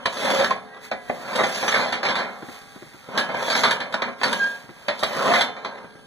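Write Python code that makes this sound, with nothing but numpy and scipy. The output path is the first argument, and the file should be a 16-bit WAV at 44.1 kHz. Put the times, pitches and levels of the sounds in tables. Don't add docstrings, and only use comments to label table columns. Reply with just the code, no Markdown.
import sys
import numpy as np
from scipy import signal
from scipy.fft import rfft, irfft
from scipy.io import wavfile
from scipy.ndimage import uniform_filter1d

SR = 44100
rng = np.random.default_rng(int(sys.argv[2]) if len(sys.argv) > 2 else 0)


def file_out(sig):
    cols = np.atleast_2d(sig).T
    lim = np.clip(cols, -1, 1)
    pcm = np.round(lim * 32767).astype(np.int16)
    wavfile.write(sys.argv[1], SR, pcm)


N = 267246
T = np.arange(N) / SR


def amp(db):
    return 10 ** (np.asarray(db) / 20)


def unit(x):
    return x / np.sqrt(np.mean(x ** 2) + 1e-20)


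def read(points, hz):
    f, value = np.transpose(points)
    return np.interp(np.log(hz + 1), np.log(f + 1), value)


def bins(x):
    return np.fft.rfftfreq(len(x), 1 / SR)


def colour(x, points):
    return unit(irfft(rfft(x) * amp(read(points, bins(x))), len(x)))


def drift(hz, size=N):
    x = rng.standard_normal(size)
    return unit(irfft(rfft(x) * np.exp(-(bins(x) / hz) ** 2), size))


def add(mix, s, sound):
    part = mix[max(round(s * SR), 0):][:len(sound)]
    part += sound[:len(part)]


def away(peak, before, after):
    return np.maximum((peak - T) / before, (T - peak) / after)


def tone(curve, partials, waver, shake_db):
    s, hz, db = np.transpose(curve)
    turns = np.cumsum(np.interp(T, s, hz) * (1 + waver * drift(61))) / SR
    level = amp(np.interp(T, s, db) + shake_db * drift(130)) * (T > s[0]) * (T < s[-1])
    wave = sum(amp(part_db) * np.sin(2 * np.pi * k * turns) for k, part_db in partials)
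    return np.sqrt(2) * level * wave


# frequency in Hz, relative level in dB.
AIR_EQ = [(25,8),(100,0.5),(250,8.5),(600,-25),(1480,-19),(1620,10),(1800,-30),(3000,-39),(4200,-14),(7000,-40),(9500,-12.5),(12000,-38),(15000,-27)]
def outdoor_air(level_db=-55):
    return colour(rng.standard_normal(N), AIR_EQ) * amp(level_db + 3.9 * drift(1.8))


# peak time, build-up and die-away in seconds, relative level in dB.
PANEL_SHUDDERS = [(0,.05,0.1,-33),(.34,0.23,0.21,-18.5),(.77,0.15,0.11,-39.5),(1.42,0.26,0.071,-20.5),(1.78,0.067,0.13,-25),(2.15,0.37,.36,-28),(3.178,0.09,0.11,-22.5),
                  (3.39,0.21,0.36,-26.5),(3.65,.2,0.28,-25.5),(4.09,0.26,0.052,-28),(4.27,0.067,0.26,-23.5),(5.32,0.3,0.066,-16.5),(5.78,0.5,0.24,-37.5)]
def shuddering(swing_db=20):
    return np.sqrt(sum(amp(db - swing_db * away(*swell)) ** 2 for *swell, db in PANEL_SHUDDERS))


# time of top speed, speed-up and slow-down in seconds, relative level in dB.
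LEVER_STROKES = [(.32,0.32,0.28,-18.5),(1.6,.5,0.44,-20.5),(3.61,0.34,0.099,-17.5),(4.3,0.16,0.34,-26.5),(5.37,0.58,0.13,-21)]
def sliding(speed_power=2.13):
    return sum(amp(db) * np.cos(np.pi / 2 * np.minimum(away(*arch), 1)) ** speed_power
               for *arch, db in LEVER_STROKES)


# frequency in Hz, relative level in dB.
SCRAPE_EQ = [(40,-32),(100,-23.5),(165,1),(245,4),(340,-3),(550,3),(1050,1.5),(1700,-3.5),(3000,-6),(4200,-11),(5900,-15.5),(7200,-22.5),(12000,-28.5),(15000,-40.5)]
def scrape(level_db=-2, slips_per_s=900, spread_db=3.5, slip_ring_s=0.0064, hiss=0.83,
           judder_db=-0.94, judder_hz=60, crossover_hz=2800):
    jolts = amp(spread_db * np.minimum(rng.exponential(1, N), 4)) * (rng.random(N) < slips_per_s / SR)
    rings = rng.standard_normal((12, 1024)) * np.exp(-T[:1024] / slip_ring_s)
    spot = rng.integers(0, len(rings), N)
    slips = sum(signal.oaconvolve(jolts * (spot == k), ring)[:N] for k, ring in enumerate(rings))
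    friction = unit(slips) + hiss * rng.standard_normal(N)
    rub = colour(friction * amp(judder_db * drift(judder_hz)), SCRAPE_EQ)
    treble = irfft(rfft(rub) / (1 + (crossover_hz / (bins(rub) + 1)) ** 4), N)
    slide, shudder = sliding(), shuddering()
    body = np.sqrt(shudder ** 2 + (amp(-10) * slide) ** 2 + amp(-56.5) ** 2)
    grit = np.sqrt(slide ** 2 + (amp(-12) * shudder) ** 2 + amp(-48.5) ** 2)
    return amp(level_db) * (body * (rub - treble) + grit * treble)


# start in seconds, strength in dB, hardness in dB, rattle time in seconds.
LINK_HITS = [(.057,-19,2.5,0.11),(.228,-31,-8.5,0.13),(.397,-23,-8,0.39),(0.444,-20.5,5,0.067),(.507,-24,-4.5,0.13),(.914,-25,-8.5,.14),(1.096,-27.5,-22.5,.1),
             (1.358,-30.5,18.5,0.14),(1.389,-23,-14,0.28),(1.436,-21.5,-4,0.15),(1.627,-25.5,-8,0.24),(1.68,-21.5,6.5,0.19),(1.723,-24.5,4,0.1),(1.741,-20,-1.5,0.79),
             (1.924,-22.5,2.5,0.22),(2.03,-24.5,-0.5,0.38),(2.051,-23,1,0.24),(2.086,-24,0,0.36),(2.154,-26.5,4,0.26),(2.187,-27.5,-2.5,0.37),
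             (3.176,-21,9,0.24),(3.29,-31,-13.5,0.25),(3.346,-28,-12,0.076),(3.48,-26,-8,0.077),(3.501,-24,7.5,0.35),(3.552,-21.5,2.5,0.32),(3.635,-16.5,2.5,0.37),(3.709,-23.5,12.5,0.17),
             (3.803,-26.5,0.5,0.18),(3.925,-36,8,0.21),(3.941,-20.5,-1.5,0.094),(4.02,-23.5,-2,0.14),(4.214,-25.5,-8,0.07),(4.233,-19,6.5,0.22),(4.329,-22.5,13,0.074),
             (4.883,-21,-1,0.15),(4.992,-48,27.5,0.21),(5.027,-29.5,-21,0.15),(5.033,-21,10,0.12),(5.337,-18,1,0.42),(5.409,-18.5,9,0.13),(5.484,-37,-12,0.091),(5.565,-39.5,-7.5,0.38),(5.648,-28,-5,0.17)]
# frequency in Hz, relative level in dB.
HIT_EQ = [(40,-48),(100,-18),(170,-7),(245,3),(340,-8),(550,1.5),(1000,5.5),(1700,5),(2450,2),(3000,-13),(4200,-14.5),(7000,-34),(12000,-47.5),(15000,-67)]
# trim in dB, dB gained per dB of hardness.
HIT_BANDS = [(-5.5,-0.5345),(-1,0),(-5,0.5277),(-26.5,1.0)]
HIT_CROSSOVERS = [850, 2800, 7500]
def knocks(level_db=3, chatter_db=0.5, rise_s=0.0012, damping=0.098, crack=0.16, crack_s=0.0034):
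    out, t = np.zeros(N), T[:16384]
    hz = bins(t)
    band = np.searchsorted(HIT_CROSSOVERS, hz)
    for s, strength_db, hardness_db, rattle_s in LINK_HITS:
        spectrum = rfft(rng.standard_normal(len(t))) * amp(read(HIT_EQ, hz))
        chatter = amp(chatter_db * drift(430, size=len(t)))
        for k, (trim_db, slope) in enumerate(HIT_BANDS):
            attack = (1 - np.exp(-t * (1 + k) ** 2 / rise_s)) * (1 + crack * k * np.exp(-t / crack_s))
            fall = amp(-60 * t * (1 + damping * k) / rattle_s)
            burst = unit(irfft(spectrum * (band == k)) * chatter * attack * fall) * np.std(fall)
            add(out, s, amp(strength_db + trim_db + slope * hardness_db + level_db) * burst)
    return out


def moving_contact(force, patchy_db=3):
    hz, _, frames = signal.stft(force, SR, nperseg=512, noverlap=384)
    slow_noise = uniform_filter1d(rng.standard_normal(frames.shape), size=16, axis=1)
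    patches = unit(uniform_filter1d(slow_noise, size=2, axis=0))
    depth_db = patchy_db * np.minimum(hz / 1500, 1)[:, None]
    shifting = signal.istft(frames * amp(depth_db * patches), SR, nperseg=512, noverlap=384)[1][:N]
    return np.std(force) * unit(shifting)


# frequency in Hz, 60 dB decay in seconds.
WASH_DECAY = [(100,0.97),(260,0.44),(700,0.37),(1800,0.27),(4800,0.17),(12000,0.22)]
# pitch in Hz, relative weight in dB, 60 dB decay in seconds.
STEEL_MODES = [(252,-22,0.2),(432,-5.5,3.8),(461,-11.5,2.4),(515,-1,0.37),(544.7,0,0.31),(583.5,1,0.28),(660.5,-0.5,0.24),(718,0,1.18),(797,-9,2.5),(924,-12,1.4),(1004,-2,0.5),(1049,-1,0.63),(1145,-12.5,2.8),(1258,-12.5,1.8),(1317,-0.5,0.8),(1404,-5.5,1.2),(1610,-7,2.65),(1675,0.5,0.33),(1750,-6,0.5),(2140,1,0.5),(2340,6,0.27),(3090,1,0.62),(3550,0,0.44),(4150,1,0.28)]
def steel_ring(force, wash_db=-8, modes_db=-9):
    t = T[:2 * SR]
    hz, times, frames = signal.stft(rng.standard_normal(len(t)), SR, nperseg=256)
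    decay = amp(-60 * times / read(WASH_DECAY, hz)[:, None])
    wash = signal.istft(frames * decay, SR, nperseg=256)[1][:len(t)]
    clear = sum(amp(db - 60 * t / t60) / np.sqrt(t60) * np.cos(2 * np.pi * f * t)
                for f, db, t60 in STEEL_MODES)
    wash_ring = amp(wash_db) * unit(signal.fftconvolve(force, wash)[:N])
    clear_ring = amp(modes_db) * unit(signal.fftconvolve(force, clear)[:N])
    return force + np.std(force) * (wash_ring + clear_ring)


# start, attack, hold and 60 dB release in seconds, pitch in Hz,
# level in dB, pitch wobble in Hz.
FRICTION_NOTES = [(.22,0.12,0.077,0.18,545,-23,7.5),(0.505,0.0036,0.0071,0.19,1074,-20.5,22),(1.677,0.0059,0.0094,0.057,5870,-21.5,170),(3.495,0.0065,0.042,.1,4520,-27,130),(3.975,0.012,0.021,0.11,1072,-29.5,44),(4.236,0.0049,0.018,0.089,4480,-25,56),(4.882,0.0016,0.014,0.17,587,-24.5,6.3),(5.263,0.053,0.053,0.29,678,-18,27.4)]
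def groans(shake_db=3.5):
    out, t = np.zeros(N), T[:32768]
    for s, attack, hold, t60, hz, db, wobble_hz in FRICTION_NOTES:
        level = np.minimum(t / attack, 1) * amp(db - 60 * np.maximum(t - attack - hold, 0) / t60)
        turns = np.cumsum(hz + wobble_hz * drift(51, size=len(t))) / SR
        shake = amp(shake_db * drift(59, size=len(t)))
        add(out, s, level * shake * np.sin(2 * np.pi * turns))
    return out


# time in seconds, unsounded fundamental in Hz, relative level in dB.
WHINE_GLIDE = [(.6,296,-84.5),(.69,310,-57),(.74,323,-43),(.81,333,-56),(1.0,333,-47),(1.05,327,-53),(1.1,314,-43)]
def whine():
    return tone(WHINE_GLIDE, [(5, -4), (6, -3)], waver=0.002, shake_db=1.0)


# peak time in seconds, half length in seconds, level in dB.
FOOT_MOVES = [(0.852,0.034,-40.5),(1.187,0.16,-45),(2.531,0.079,-47.5),(2.88,0.91,-50),(4.519,0.13,-44.5),(4.83,0.12,-50.5)]
# frequency in Hz, relative level in dB.
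GRASS_EQ = [(300,5),(2000,16),(4000,10),(9000,1.5),(15000,-5.5)]
def footsteps(crackle_db=2.0):
    tread = sum(amp(db) * np.exp(-((T - s) / half) ** 2) for s, half, db in FOOT_MOVES)
    return tread * colour(rng.standard_normal(N) * amp(crackle_db * drift(500)), GRASS_EQ)


# start in seconds, relative level in dB.
BUMP_CUES = [(2.423,-25.5),(2.484,-28),(2.757,-31.5),(2.821,-32),(2.862,-37.5),(2.942,-35.5),(3.086,-27.5),(4.639,-37),(4.689,-30),(5.844,-29.5),(5.952,-38.5),(6.03,-47)]
# frequency in Hz, relative level in dB.
BUMP_EQ = [(50,-26),(130,-2),(340,-1.5),(600,-11),(1400,-13.5),(2500,-21),(8000,-51)]
def bumps(level_db=-3, rise_s=0.0017, t60=0.087):
    out, t = np.zeros(N), T[:8192]
    for s, db in BUMP_CUES:
        envelope = amp(db + level_db - 60 * t / t60) * (1 - np.exp(-t / rise_s))
        add(out, s, envelope * colour(rng.standard_normal(len(t)), BUMP_EQ))
    return out


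# time in seconds, pitch in Hz, relative level in dB.
SQUEAL_GLIDE = [(4.33,1650,-32),(4.385,1628,-40),(4.405,1622,-24),(4.425,1617,-22),(4.455,1617,-24),(4.5,1621,-32),(4.555,1622,-37.5),(4.62,1634,-58),(4.7,1630,-104)]
def pivot_squeal():
    return tone(SQUEAL_GLIDE, [(1, 3), (2, -19)], waver=0.0035, shake_db=0.6)


# frequency in Hz, side over mid in dB.
STEREO_WIDTH = [(30,22),(60,10.5),(125,-2.5),(250,0),(500,-8.5),(720,-5.5),(1000,-18.5),(2000,-2.5),(4000,0.5),(15000,-2.5)]
# frequency in Hz, depth in dB.
WIDTH_RIPPLE = [(600,-2.5),(1200,-0.5),(2600,18.5),(4000,20.5),(5300,11),(9000,14),(14000,4)]
# frequency in Hz, share from 0 to 1.
DIRECT_SHARE = [(40,0.1),(700,0.98),(2000,1),(3200,0.75),(5000,1),(9000,0.45),(14000,0.5)]
# frequency in Hz, left boost and equal right cut in dB.
BALANCE = [(60,0),(200,1),(600,0),(2400,-1.2),(4000,-0.5),(8000,1.05),(14000,0.5)]
def stereo_widener(x, ripple_hz=2620, scatter_s=0.0123):
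    hz, spectrum = bins(x), rfft(x)
    angle = 2 * np.pi * hz / ripple_hz
    width = amp(read(STEREO_WIDTH, hz) + read(WIDTH_RIPPLE, hz) * np.cos(angle))
    scatter = rfft(rng.standard_normal(N) * T * np.exp(-T / scatter_s))
    direct = read(DIRECT_SHARE, hz)
    turn = -1j * direct * np.tanh(4 * np.sin(angle)) + np.sqrt(1 - direct ** 2) * scatter / abs(scatter)
    opposed = np.clip(np.cos(angle), 0, 1) ** 2 * (hz > ripple_hz / 2)
    turn = np.sqrt(1 - opposed) * turn + 1j * np.sqrt(opposed)
    mid = spectrum / np.sqrt(1 + width ** 2)
    side = mid * width * turn
    lean_db = read(BALANCE, hz)
    return np.array([irfft((mid + side) * amp(lean_db), N), irfft((mid - side) * amp(-lean_db), N)])


def scene():
    gate = steel_ring(moving_contact(knocks() + scrape()))
    squeaks = groans() + pivot_squeal() + whine()
    return stereo_widener(gate + squeaks + bumps() + outdoor_air() + footsteps())


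def record(dry, cutoff_hz=15500):
    lowpass = signal.firwin(511, cutoff_hz, window=("kaiser", 9), fs=SR)
    return signal.oaconvolve(dry, lowpass[None], "same", axes=1)


dry = scene()
out = record(dry)
file_out(out)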